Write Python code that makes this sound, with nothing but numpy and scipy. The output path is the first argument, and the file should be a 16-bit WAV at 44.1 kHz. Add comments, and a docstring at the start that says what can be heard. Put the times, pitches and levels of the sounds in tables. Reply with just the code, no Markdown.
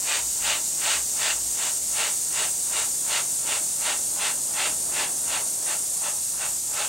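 """At a workshop bench, an airbrush sweeps to and fro over a thin metal plate near a stereo microphone.
The nozzle hisses steadily. On every stroke the air jet crosses the plate's edge and flares into
a lower rush. The bench, floor and clutter send back short echoes.
Behind it all lie the room's rumble and a low drone, like distant traffic."""
import sys
import numpy as np
from scipy import signal
from scipy.fft import rfft, irfft, next_fast_len
from scipy.io import wavfile
from scipy.ndimage import uniform_filter1d, map_coordinates

SR = 44100
rng = np.random.default_rng(int(sys.argv[2]) if len(sys.argv) > 2 else 0)


def transcribe(signal):
    """Save signal, clipped to [-1, 1], as a 16-bit WAV file at the path in sys.argv[1]."""
    frames = np.atleast_2d(signal).T
    limited = np.clip(frames, -1, 1)
    pcm = np.round(limited * 32767).astype(np.int16)
    wavfile.write(sys.argv[1], SR, pcm)


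N = 303408

# The jet crosses the plate's edge. Each row: middle in seconds, base level in dB, half length in seconds.
CROSSINGS = [(0.134, -27.5, 0.048), (0.506, -26.3, 0.047), (0.905, -27.0, .056), (1.267, -27, .05),
             (1.646, -32.5, .047), (2.03, -29, .051), (2.408, -30.1, 0.046), (2.786, -30.5, .044),
             (3.156, -27.5, .043), (3.527, -30, 0.043), (3.893, -28.5, 0.043), (4.256, -28.0, .043),
             (4.628, -27.5, .048), (5.006, -28.5, .046), (5.347, -30.5, .043), (5.714, -33.5, .037),
             (6.074, -35, .031), (6.436, -33.5, .033), (6.814, -31, 0.046)]
# How the nozzle is held. Each row: time in seconds, a score for how squarely it faces the microphone,
# boost of its high resonance in dB.
NOZZLE_AIM = [(0, 2, -2), (1.3, 2.5, -2), (2, 1, 1), (3, 0.8, 2.5), (4, -.5, 2), (5, -2, 2.5), (5.9, -2, 2),
              (6.88, -1.8, -1)]


def nozzle_hiss(hiss_db, dip_db):
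    """Air leaving the nozzle makes a fine, fluttering hiss whose tone follows the aim."""
    # The tone of the hiss. Each row: frequency in Hz, level in dB.
    hiss_tone = [(400, -33), (1800, -27), (3100, -22.5), (4500, -15), (5300, -12.5), (6000, -7.5),
                 (7100, -2.5), (8500, -3), (9300, 0), (10200, -11), (11200, -7.5), (12500, -16),
                 (14000, -20), (15600, -19.5)]
    facing, resonance_db = curves(NOZZLE_AIM)
    times, db, halves = np.transpose(CROSSINGS)
    on_edge = bells(times, amp((db - db.max()) / 2), 1.35 * halves)  # 0 on the plate, up to 1 on its edge
    noise = stereo_noise(lambda hz: amp(along(hiss_tone, hz)))
    body, rest = split(noise, corner_hz=8970, order=24)
    resonance, rest = split(rest, corner_hz=10100, order=40)
    sheen, top = split(rest, corner_hz=12600, order=40)
    body = body * amp(0.53 * facing + 1.6 * on_edge)
    sheen = sheen * amp(-dip_db * on_edge)  # the plate reflects the hiss until the jet reaches its edge
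    top = top * amp(0.83 * facing + 1.6 * on_edge)  # the highest treble forms the narrowest beam
    flutter_db = 0.31 * wobble(15) + 0.38 * wobble(110)
    return amp(hiss_db + flutter_db) * (body + amp(resonance_db) * resonance + sheen + top)


def edge_rush():
    """The jet is strongest in its middle, so its rush swells and fades as it crosses the plate's edge."""
    # The tone of the rush. Each row: frequency in Hz, level in dB.
    rush_tone = [(100, -40), (250, -19.5), (450, -9.5), (630, -4), (730, -6), (850, -2.5), (1100, -3),
                 (2300, -1), (2600, 2), (3100, 0), (4850, -4.5), (5400, -13.5), (9000, -12.5), (15000, -40)]
    times, db, halves = np.transpose(CROSSINGS)
    aim_times, facing, _ = np.transpose(NOZZLE_AIM)
    # A crossing is brighter when it is stronger and when the nozzle faces the microphone.
    brightness = -2.1 + 0.81 * (db - db.mean()) + 1.15 * np.interp(times, aim_times, facing)
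    low_peaks = amp(db - brightness / 2) ** 2
    high_peaks = amp(db + brightness / 4) ** 2
    # Slow air round the jet's core sheds larger swirls, so the deep part of the rush lasts longer.
    low_power = bells(times, low_peaks, halves) + 0.36 * bells(times, low_peaks, halves=0.093)
    high_power = bells(times, high_peaks, halves)
    noise = turbulence(stereo_noise(lambda hz: amp(along(rush_tone, hz))), depth_db=0.75)
    low, high = split(noise, corner_hz=1230, order=4)
    swirls_db = 0.5 * wobble(45) + 0.62 * wobble(260)
    return amp(swirls_db) * (np.sqrt(low_power) * low + np.sqrt(high_power) * high)


def turbulence(x, depth_db):
    """Churning air shifts the tone of a sound from moment to moment."""
    spectra = signal.stft(x, nperseg=512)[2]
    patches = uniform_filter1d(rng.standard_normal(spectra.shape[1:]), size=4, axis=0)  # across frequency
    patches = uniform_filter1d(patches, size=24, axis=1)  # across time
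    return unit(signal.istft(spectra * amp(depth_db * unit(patches)), nperseg=512)[1][:, :N])


def near_echoes(x):
    """Short echoes colour the sound; their paths sway with the hand and lengthen as it settles."""
    # Bench, floor and other close surfaces. Each row: settled delay in seconds, gain of the echo.
    surfaces = [(.001113, 0.14), (.001437, 0.18), (.002176, .09), (.0042, -0.15), (.004524, .1)]
    short_share, settle_s = 0.054, 2.2
    t = np.arange(N) / SR
    stretch = 1 - short_share * np.exp(-t / settle_s) + 0.015 * wobble(6)
    return np.array([sum(gain * np.interp(t - delay * stretch, t, channel) for delay, gain in surfaces)
                     for channel in x])


def clutter_echoes(x, fade_s):
    """Clutter round the bench scatters the sound into a dense tail that falls 60 dB in fade_s."""
    t = np.arange(SR // 5) / SR
    tail = rng.standard_normal(len(t)) * amp(-60 * t / fade_s) * (t > 0.005)
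    return signal.fftconvolve(x, tail[None] / np.linalg.norm(tail), axes=1)[:, :N]


def room_rumble(deep_db):
    """The room rumbles: the deepest part is steady, and the rest slowly swells and sinks."""
    # The tone of the rumble. Each row: frequency in Hz, level in dB.
    rumble_tone = [(22, -38), (33, -25), (45, -13), (75, 0.5), (100, -1), (130, 4), (200, -1), (250, 0),
                   (340, 0), (440, -3.5), (650, -2), (900, -6), (1500, -13), (4000, -26)]
    # The swell of its upper part. Each row: time in seconds, gain in dB.
    swell = [(0, -49), (4, -48), (5, -44.5), (5.7, -47.5), (6.2, -52.5), (6.88, -51)]
    upper_db, = curves(swell)
    noise = stereo_noise(lambda hz: amp(along(rumble_tone, hz)))
    deep, upper = split(noise, corner_hz=188, order=6)
    return amp(deep_db) * deep + amp(upper_db) * upper


def drone(waver_hz, waver_db):
    """A low, wavering tone booms now and then, climbs once like a distant engine and drops back."""
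    # Brief booms. Each row: middle in seconds, level in dB, half length in seconds.
    booms = [(.27, -47, .05), (.47, -49, .06), (1.0, -49, .06), (1.44, -48.3, 0.1), (1.88, -54, .08),
             (2.82, -57, .06), (4.42, -56.5, .05), (4.8, -55.5, .17), (6.48, -57.5, 0.13)]
    idle_hz, idle_db = 57.1, -63.5
    start_s, end_s, drop_s = 4.25, 5.8, 0.25
    climb_hz_per_s, climb_db = 15, 0.5
    climbed_s, climbing = curves([(start_s, 0, 0), (start_s + drop_s, drop_s, 1),
                                  (end_s, end_s - start_s, 1), (end_s + drop_s, 0, 0)])
    times, db, halves = np.transpose(booms)
    level_db = idle_db + climb_db * climbing + waver_db * wobble(9)
    power = amp(level_db) ** 2 + bells(times, amp(db) ** 2, halves)
    hz = idle_hz + climb_hz_per_s * climbed_s + waver_hz * wobble(14)
    return np.sqrt(power) * np.sin(2 * np.pi * np.cumsum(hz) / SR)


def stereo_noise(gain):
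    """Noise of average level 1, shaped by gain(hz) and nearly alike on the left and right."""
    # How alike the two channels are. Each row: frequency in Hz, likeness from 0 to 1.
    likeness = [(100, .98), (1200, .99), (1500, 1), (2300, 1), (2900, .97), (3600, 1), (7400, 1),
                (7900, .97), (8600, 1), (9200, .88), (10300, .99), (11100, .7), (12000, 1), (12900, .6),
                (13700, .99), (14500, .58), (15300, 1)]

    def mid_and_side(hz):
        angle = np.arccos(np.clip(along(likeness, hz), 0, 1)) / 2
        return gain(hz) * np.array([np.cos(angle), np.sin(angle)])

    mid, side = filtered(rng.standard_normal((2, N)), mid_and_side)
    return unit(np.array([mid + side, mid - side]))


def bells(centres, heights, halves, flatness=2.29):
    """Add up bell-shaped swells, timed in seconds; flatness above 2 gives flatter tops."""
    t = np.linspace(0, N / SR, N // 64)
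    shapes = heights * np.exp(-np.abs((t[:, None] - centres) / halves) ** flatness)
    return curves(np.column_stack([t, shapes.sum(axis=1)]))[0]


def amp(db):
    """Turn decibels into a gain."""
    return 10 ** (np.asarray(db) / 20)


def unit(x):
    """Scale x to an average (rms) level of 1."""
    return x / np.sqrt(np.mean(x ** 2) + 1e-20)


def along(points, hz):
    """Read between rows of frequency and value, on a log frequency scale."""
    freqs, values = np.transpose(points)
    return np.interp(np.log(hz + 1), np.log(freqs + 1), values)


def curves(rows):
    """Give one value per sample for each column after the time."""
    times, *columns = np.transpose(rows)
    return [np.interp(np.arange(N) / SR, times, column) for column in columns]


def wobble(rate):
    """A smooth curve through rate random values a second."""
    return map_coordinates(rng.standard_normal(N // 20), [np.arange(N) * rate / SR], mode="mirror")


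def filtered(x, response):
    """Multiply each frequency in x by response(hz)."""
    size = next_fast_len(N + SR // 2)
    return irfft(rfft(x, size) * response(np.fft.rfftfreq(size, 1 / SR)), size)[..., :N]


def split(x, corner_hz, order):
    """The parts of x below and above corner_hz; a higher order cuts more sharply."""
    low = filtered(x, lambda hz: 1 / (1 + (hz / corner_hz) ** order))
    return low, x - low


def scene():
    """Mix airbrush, echoes and background; the narrow hiss reaches the surfaces less than the rush."""
    hiss = nozzle_hiss(hiss_db=-27.0, dip_db=4.0)
    rush = edge_rush()
    spread = np.mean(rush + 0.5 * hiss, axis=0, keepdims=True)
    echoes = near_echoes(spread) + amp(-11.5) * clutter_echoes(spread, fade_s=0.15)
    return hiss + rush + echoes + room_rumble(deep_db=-50.5) + drone(waver_hz=2.94, waver_db=2.5)


def record(dry):
    """The microphone leans left in the bass, shifts the channels apart in the treble and cuts the top."""
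    # The lean to the left. Each row: frequency in Hz, left level minus right level in dB.
    balance = [(60, 1.6), (300, 2.3), (600, 1.7), (1500, 0)]
    # The phase shift between channels. Each row: frequency in Hz, how far the left is ahead in radians.
    left_lead = [(8850, 0), (9100, 1.3), (10150, 3.1), (10450, 3.3), (11800, 6.28), (12300, 6.28),
                 (13000, 7.7), (13300, 9.35), (14050, 9.5), (14500, 11.4), (15100, 12.56)]
    top_hz = 15800
    sides = np.array([[1], [-1]]) / 2
    pair = filtered(dry, lambda hz: amp(sides * along(balance, hz))
                    * np.exp(1j * sides * along(left_lead, hz)))
    return filtered(pair, lambda hz: hz < top_hz)


dry = scene()
out = record(dry)
transcribe(out)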